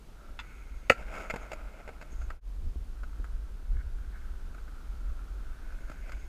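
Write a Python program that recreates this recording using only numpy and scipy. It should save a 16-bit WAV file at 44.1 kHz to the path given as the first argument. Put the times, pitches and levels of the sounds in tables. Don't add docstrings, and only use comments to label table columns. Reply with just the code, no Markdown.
import sys
import numpy as np
from scipy import signal
from scipy.fft import rfft, irfft, next_fast_len
from scipy.io import wavfile
from scipy.ndimage import map_coordinates

SR = 44100
rng = np.random.default_rng(int(sys.argv[2]) if len(sys.argv) > 2 else 0)


def int16_out(signal):
    q = np.round(np.clip(np.atleast_2d(signal).T, -1, 1) * 32767)
    wavfile.write(sys.argv[1], SR, q.astype(np.int16))


N = 276948
TIME = np.arange(N) / SR
SHORT = np.arange(SR // 5) / SR

# start_s, level_db, scuff_ratio
POP_CONTACTS = [(0.391, -42, 0.75), (.3975, -43.5, 4.7), (0.4022, -51.5, 2.5)]
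# start_s, deck_db, wheel_db, truck_db, tick_db
LANDING_CONTACTS = [(0.8976, -37.5, -41, -34, -42), (0.8993, -30, -21, -18.5, -38.5),
                    (.9027, -19, -32.5, -34, -51), (0.9063, -39.5, -27, -28.5, -49.5),
                    (0.9197, -37.5, -35.5, -38.5, -53.5)]
POP_S, SLAM_S, SECOND_RIDE_S = POP_CONTACTS[0][0], LANDING_CONTACTS[1][0], 2.405
# pitch_hz, width_hz, gain_db
DECK_DRONE = [(196, 490, -4), (470, 110, -1.5), (619, 170, 3.5), (810, 280, -5)]
WHEEL_HUM = [(1075, 200, -13.5), (1335, 170, -0.5), (1506, 190, -1)]
TRUCK_RATTLE = [(2157, 260, -6), (2510, 300, -12.5)]
SIZZLE_MODES = [(3560, 560, -10.5), (4850, 830, 7), (6800, 600, 5), (7650, 700, -4), (11500, 2200, -11.5)]


def amp(db):
    return 10 ** (np.asarray(db) / 20)


def unit(x):
    return x / np.sqrt(np.mean(x ** 2) + 1e-20)


def curves(rows):
    times_s, *columns = np.transpose(rows)
    return [np.interp(TIME, times_s, column) for column in columns]


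def wobble(knots_per_s):
    knots = rng.standard_normal(int(N * knots_per_s / SR) + 4)
    return map_coordinates(knots, [TIME * knots_per_s])


def add(track, start_s, sound):
    part = track[round(start_s * SR):][:len(sound)]
    part += sound[:len(part)]


def filtered(x, response):
    size = next_fast_len(N + SR // 2)
    return irfft(rfft(x, size) * response(np.fft.rfftfreq(size, 1 / SR)), size)[:N]


def noise(spectrum):
    knots_hz, db = np.transpose(spectrum)
    white = rng.standard_normal(N)
    return unit(filtered(white, lambda hz: amp(np.interp(np.log(hz + 1), np.log(knots_hz), db))))


def resonate(x, modes, skirt, size=8192):
    hz = np.fft.rfftfreq(size, 1 / SR) + 1
    power = sum(amp(db) ** 2 / (1 + ((hz / pitch_hz - pitch_hz / hz) * pitch_hz / width_hz) ** 2) ** skirt
                for pitch_hz, width_hz, db in modes)
    cepstrum = irfft(np.log(power + 1e-10) / 2)
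    cepstrum[1:size // 2] *= 2
    cepstrum[size // 2 + 1:] = 0
    return signal.fftconvolve(x, irfft(np.exp(rfft(cepstrum))))[:len(x)]


def grit(per_second, spread_db):
    hit = rng.random(N) < per_second / SR
    return hit * rng.choice([-1, 1], N) * amp(spread_db * rng.standard_normal(N))


def contact(scuff, scuff_t60, soft_hz):
    push = np.exp(-2 * np.pi * soft_hz * SHORT)
    attack = 1 - np.exp(-SHORT / 0.00076)
    crunch = rng.standard_normal(len(SHORT)) * amp(-60 * SHORT / scuff_t60) * attack
    return push / push.sum() + scuff * crunch / np.linalg.norm(crunch)


def blow(force, parts, levels_db, skirt):
    rings = (resonate(force, modes, skirt) for modes in parts)
    return sum(amp(db) * ring * np.sqrt(SR / 50) / np.linalg.norm(ring)
               for ring, db in zip(rings, levels_db))


def wind():
    # time_s, level_db
    breeze = [(0, -44), (1.1, -39.5), (1.7, -43), (2.1, -41), (2.5, -35), (4.2, -33), (4.8, -35.5),
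              (6.28, -36)]
    # centre_s, half_length_s, lift_db
    gusts = [(.34, .05, 4), (.74, .03, 5), (2.24, .06, 9), (2.66, .03, 10), (2.78, 0.03, 8),
             (3.22, 0.054, 3.5), (3.77, .08, 7), (5.08, 0.098, 5)]
    gust_db = sum(db * np.exp(-((TIME - centre_s) / half_s) ** 2 / 2) for centre_s, half_s, db in gusts)
    eddy_db = 1.5 * wobble(knots_per_s=16)
    strength = amp(curves(breeze)[0] - 1.55 + gust_db + eddy_db)
    buffet = noise([(10, -20.5), (20, -2), (32, -3), (50, -3.5), (66, -16), (92, -32), (200, -51.5),
                    (440, -120)])
    flutter = noise([(30, -29.5), (55, 4.5), (75, -5), (105, -23), (280, -36), (500, -40), (1200, -120)])
    return strength * buffet + amp(-46.5) * unit(strength ** 2) * flutter


def outdoor_hush():
    # time_s, level_db
    levels = [(0, -55.5), (.6, -56), (2.3, -55.5), (2.6, -55.5), (3.5, -55), (6.28, -54)]
    # frequency_hz, gain_db
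    spectrum = [(60, 4.5), (150, 1.5), (290, -2), (550, -9), (1000, -12), (2000, -18.5), (4000, -21.5),
                (8000, -26.5), (12000, -29), (15000, -32.5)]
    return amp(curves(levels)[0] + .4 * wobble(3.7)) * noise(spectrum)


def ride_envelopes():
    # time_s, level_db, upper_share
    run_up = [(0, -71, 0), (.26, -60.5, 0.17), (.39, -65.5, 0.5)]
    roll_away = [(.95, -56.5, .8), (1.01, -52.5, 0.59), (1.07, -56, 0.85), (1.18, -44, 0.28),
                 (1.28, -53, .3), (1.43, -54.5, 0.23), (1.7, -59, .1), (1.97, -62.5, .3), (2.3, -63, 0.51)]
    approach = [(2.5, -81, .25), (3.1, -63.5, .3), (3.7, -68, .5), (4.25, -60.5, .7), (4.45, -63, .4),
                (4.7, -60.5, 0.23), (5.2, -61.5, .05), (5.7, -58, 0.83), (6.28, -61.5, 0.98)]
    # deck_db, truck_db
    balance = [(2.5, -11.5), (-6.5, -1), (6, -5), (-8, -18)]
    # nearest_s, half_length_s, deck_lift_db, truck_lift_db
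    passes = [(1.167, 0.26, 0.5, 3.5), (6.1, .3, 11, 17)]
    free_hum_db, sag_db_per_s, free_upper_share = -61, 10.5, 0.46
    flight = [free_hum_db - sag_db_per_s * (TIME - POP_S), np.full(N, free_upper_share)]
    stretch = np.searchsorted([POP_S, SLAM_S, SECOND_RIDE_S], TIME)
    hum_by_stretch = np.array([curves(run_up), flight, curves(roll_away), curves(approach)])
    wheel_db, upper_share = np.choose(stretch, hum_by_stretch)
    near_db = sum(np.outer(lift_db, 1 / (1 + ((TIME - nearest_s) / half_s) ** 2))
                  for nearest_s, half_s, *lift_db in passes)
    deck_db, truck_db = wheel_db + np.array(balance)[stretch].T + near_db
    return deck_db, wheel_db, truck_db, np.clip(upper_share, 0, 1)


def rolling():
    deck_db, wheel_db, truck_db, upper_share = ride_envelopes()
    patches_db = .8 * wobble(13)
    ground = grit(per_second=2000, spread_db=3) * amp(2.1 * wobble(35))
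    deck = amp(deck_db - 5) * unit(resonate(ground, DECK_DRONE, skirt=1.7))
    low_hum = unit(resonate(grit(per_second=1400, spread_db=5), WHEEL_HUM[:2], skirt=1.36))
    high_hum = unit(resonate(grit(per_second=1400, spread_db=5), WHEEL_HUM[2:], skirt=1.36))
    wheels = amp(wheel_db) * (np.sqrt(1 - upper_share) * low_hum + np.sqrt(upper_share) * high_hum)
    trucks = amp(truck_db - 0.5) * unit(resonate(ground, TRUCK_RATTLE, skirt=1.5))
    loud_roll_db = -50.5
    sizzle_db = (deck_db + truck_db) / 2 - 17.5 + 0.23 * (wheel_db - loud_roll_db)
    sizzle = amp(sizzle_db) * unit(resonate(ground, SIZZLE_MODES, skirt=1.25))
    return amp(patches_db) * (deck + wheels + trucks + sizzle)


def bearings():
    # pitch_hz, width_hz, gain_db
    modes = [(6550, 260, 1), (7400, 660, -14.5)]
    # start_s, end_s, level_db
    whirr_swells = [(.42, 0.903, -75), (1.15, 1.5, -72.5), (2.105, 2.26, -69), (5.8, 6.28, -75)]
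    floor_db, ramp_s = -85.5, .05
    swell = sum(amp(db) * np.clip(np.minimum(TIME - start_s, end_s - TIME) / ramp_s + .5, 0, 1)
                for start_s, end_s, db in whirr_swells)
    balls = rng.standard_normal(N) * amp(2.5 * wobble(40) + 1.5 * wobble(11))
    return np.maximum(swell, amp(floor_db)) * unit(resonate(balls, modes, skirt=1.1))


def tail_pop():
    # pitch_hz, width_hz, gain_db
    modes = [(917, 170, 0), (1360, 280, 3.5), (2060, 400, 0), (2640, 310, 0.5), (3470, 300, -0.5),
             (4070, 400, -13), (4900, 690, -16), (6500, 450, -19), (7640, 900, -23)]
    track = np.zeros(N)
    for start_s, db, scuff in POP_CONTACTS:
        force = contact(scuff, scuff_t60=0.057, soft_hz=4000)
        add(track, start_s, blow(force, [modes], [db], skirt=1.6))
    return track


def landing():
    # pitch_hz, width_hz, gain_db
    deck = [(250, 50, -10), (502, 100, 2.5), (597, 100, -14), (722, 95, -2), (983, 160, -20)]
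    wheels = [(1340, 67, 1), (1445, 150, -11.5), (1660, 62, -11)]
    trucks = [(1896, 85, -1), (2046, 90, 0), (2223, 80, -5), (2330, 110, -3), (2450, 110, -6),
              (2592, 110, -1), (2742, 100, -6), (2902, 90, -8), (3550, 400, -25)]
    ticks = [(3800, 500, -11), (4500, 700, 5.5), (5830, 1000, -7), (6620, 740, 2.5), (7620, 770, -2),
             (11700, 2800, -11.5)]
    # pitch_hz, level_db, t60_s
    steel = [(1338, -44, .3), (1372, -42, .4), (1615, -52, .35), (2406, -56, .3), (4548, -53, .2)]
    track = np.zeros(N)
    for start_s, *levels_db in LANDING_CONTACTS:
        force = contact(scuff=.15, scuff_t60=.024, soft_hz=1100)
        add(track, start_s, blow(force, (deck, wheels, trucks, ticks), levels_db, skirt=1.36))
    weight = contact(scuff=0.075, scuff_t60=0.08, soft_hz=700)
    thump_modes = [(80, 40, 0.004), (133, 38, 0)]
    add(track, SLAM_S, blow(weight, [thump_modes], levels_db=[-33], skirt=1.4))
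    chatter = contact(scuff=6, scuff_t60=0.099, soft_hz=1000)
    add(track, SLAM_S, blow(chatter, [trucks, ticks], levels_db=[-33, -41], skirt=1.47))
    t = np.arange(SR) / SR
    ring = sum(amp(db - 60 * t / t60_s) * np.sin(2 * np.pi * hz * t) for hz, db, t60_s in steel)
    add(track, SLAM_S, ring)
    return track


def clack(strength_db, deck_db, truck_db, sizzle_db, scuff):
    # deck_db, wheel_db, truck_db, sizzle_db
    response_db = [-4, -7, -4.5, 0]
    force = contact(scuff, scuff_t60=.038, soft_hz=1500)
    levels_db = strength_db + np.array([deck_db, 0, truck_db, sizzle_db]) + response_db
    return blow(force, (DECK_DRONE, WHEEL_HUM, TRUCK_RATTLE, SIZZLE_MODES), levels_db, skirt=1.67)


def slab_joints():
    # start_s, lag_s, strength_db, deck_db, truck_db, sizzle_db, harder_db
    crossings = [(1.299, .006, -35, -3, 0.5, -20, 1.5), (1.339, .021, -39.5, 7, -7.5, -22, 4.5),
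                 (1.517, .015, -41, 3, -2.5, -16.5, 0.5), (1.877, .013, -46.5, 2.5, -2, -21, -3),
                 (2.013, .011, -47.5, -2.5, -4, -17.5, -1), (5.897, .019, -43, -6, -15, -23, -0.5),
                 (6.094, .025, -44.5, -7, -8.5, -21, 6)]
    track = np.zeros(N)
    for start_s, lag_s, strength_db, deck_db, truck_db, sizzle_db, harder_db in crossings:
        for hit_s, hard_db in ((start_s, 0), (start_s + lag_s, harder_db)):
            hit = clack(strength_db, deck_db - hard_db, truck_db + hard_db, sizzle_db + hard_db, scuff=.98)
            add(track, hit_s, hit)
    return track


def handling_bumps():
    # start_s, level_db
    knocks = [(2.129, -55), (2.758, -48), (3.106, -57.5), (3.198, -50.5), (5.9, -49)]
    housing_modes = [(130, 55, -0.47), (272, 170, -0.98)]
    push = signal.unit_impulse(len(SHORT))
    track = np.zeros(N)
    for start_s, db in knocks:
        add(track, start_s, blow(push, [housing_modes], [db], skirt=1.8))
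    return track


def pebbles():
    # start_s, strength_db
    strikes = [(2.217, -46), (2.303, -37), (3.033, -42), (3.243, -43), (4.546, -47), (4.58, -49.5),
               (4.678, -49), (5.723, -48.5), (6.131, -45)]
    track = np.zeros(N)
    for start_s, strength_db in strikes:
        add(track, start_s, clack(strength_db, deck_db=-11, truck_db=-15, sizzle_db=-27, scuff=1.1))
    return track


def wheel_scrubs():
    # centre_s, half_length_s, level_db
    slips = [(3.776, 0.023, -56), (3.81, 0.0079, -56.5), (4.155, 0.02, -53.5), (4.222, 0.0083, -63)]
    # pitch_hz, width_hz, gain_db
    modes = [(1560, 550, -2), (2160, 180, -6.5)]
    swell = sum(amp(db) * np.exp(-((TIME - centre_s) / half_s) ** 2 / 2) for centre_s, half_s, db in slips)
    return swell * unit(resonate(grit(per_second=710, spread_db=3.5), modes, skirt=2.7))


def yard_scatter(x, t60_s, dull_hz):
    t = np.arange(SR // 2) / SR
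    tail = rng.standard_normal(len(t)) * amp(-60 * t / t60_s) * (1 - np.exp(-t / 0.01))
    reflected = signal.fftconvolve(x, tail / np.linalg.norm(tail))[:N]
    return filtered(reflected, lambda hz: 1 / np.hypot(1, hz / dull_hz))


def scene():
    board = rolling() + wheel_scrubs() + bearings() + tail_pop() + slab_joints() + pebbles() + landing()
    reflections = amp(-30.5) * yard_scatter(board, t60_s=.3, dull_hz=4000)
    return (board + reflections + wind() + outdoor_hush() + handling_bumps())[None]


def record(dry):
    # time_s, gain
    fade = [(0, 0.91), (2.32, 0.93), (2.403, 0), (2.412, 0.035), (2.48, 0.86), (6.3, 0.86)]
    top_hz = 15350
    faded = dry[0] * np.clip(curves(fade)[0], 0, 1)
    return filtered(faded, lambda hz: hz < top_hz)[None]


dry = scene()
out = record(dry)
int16_out(out)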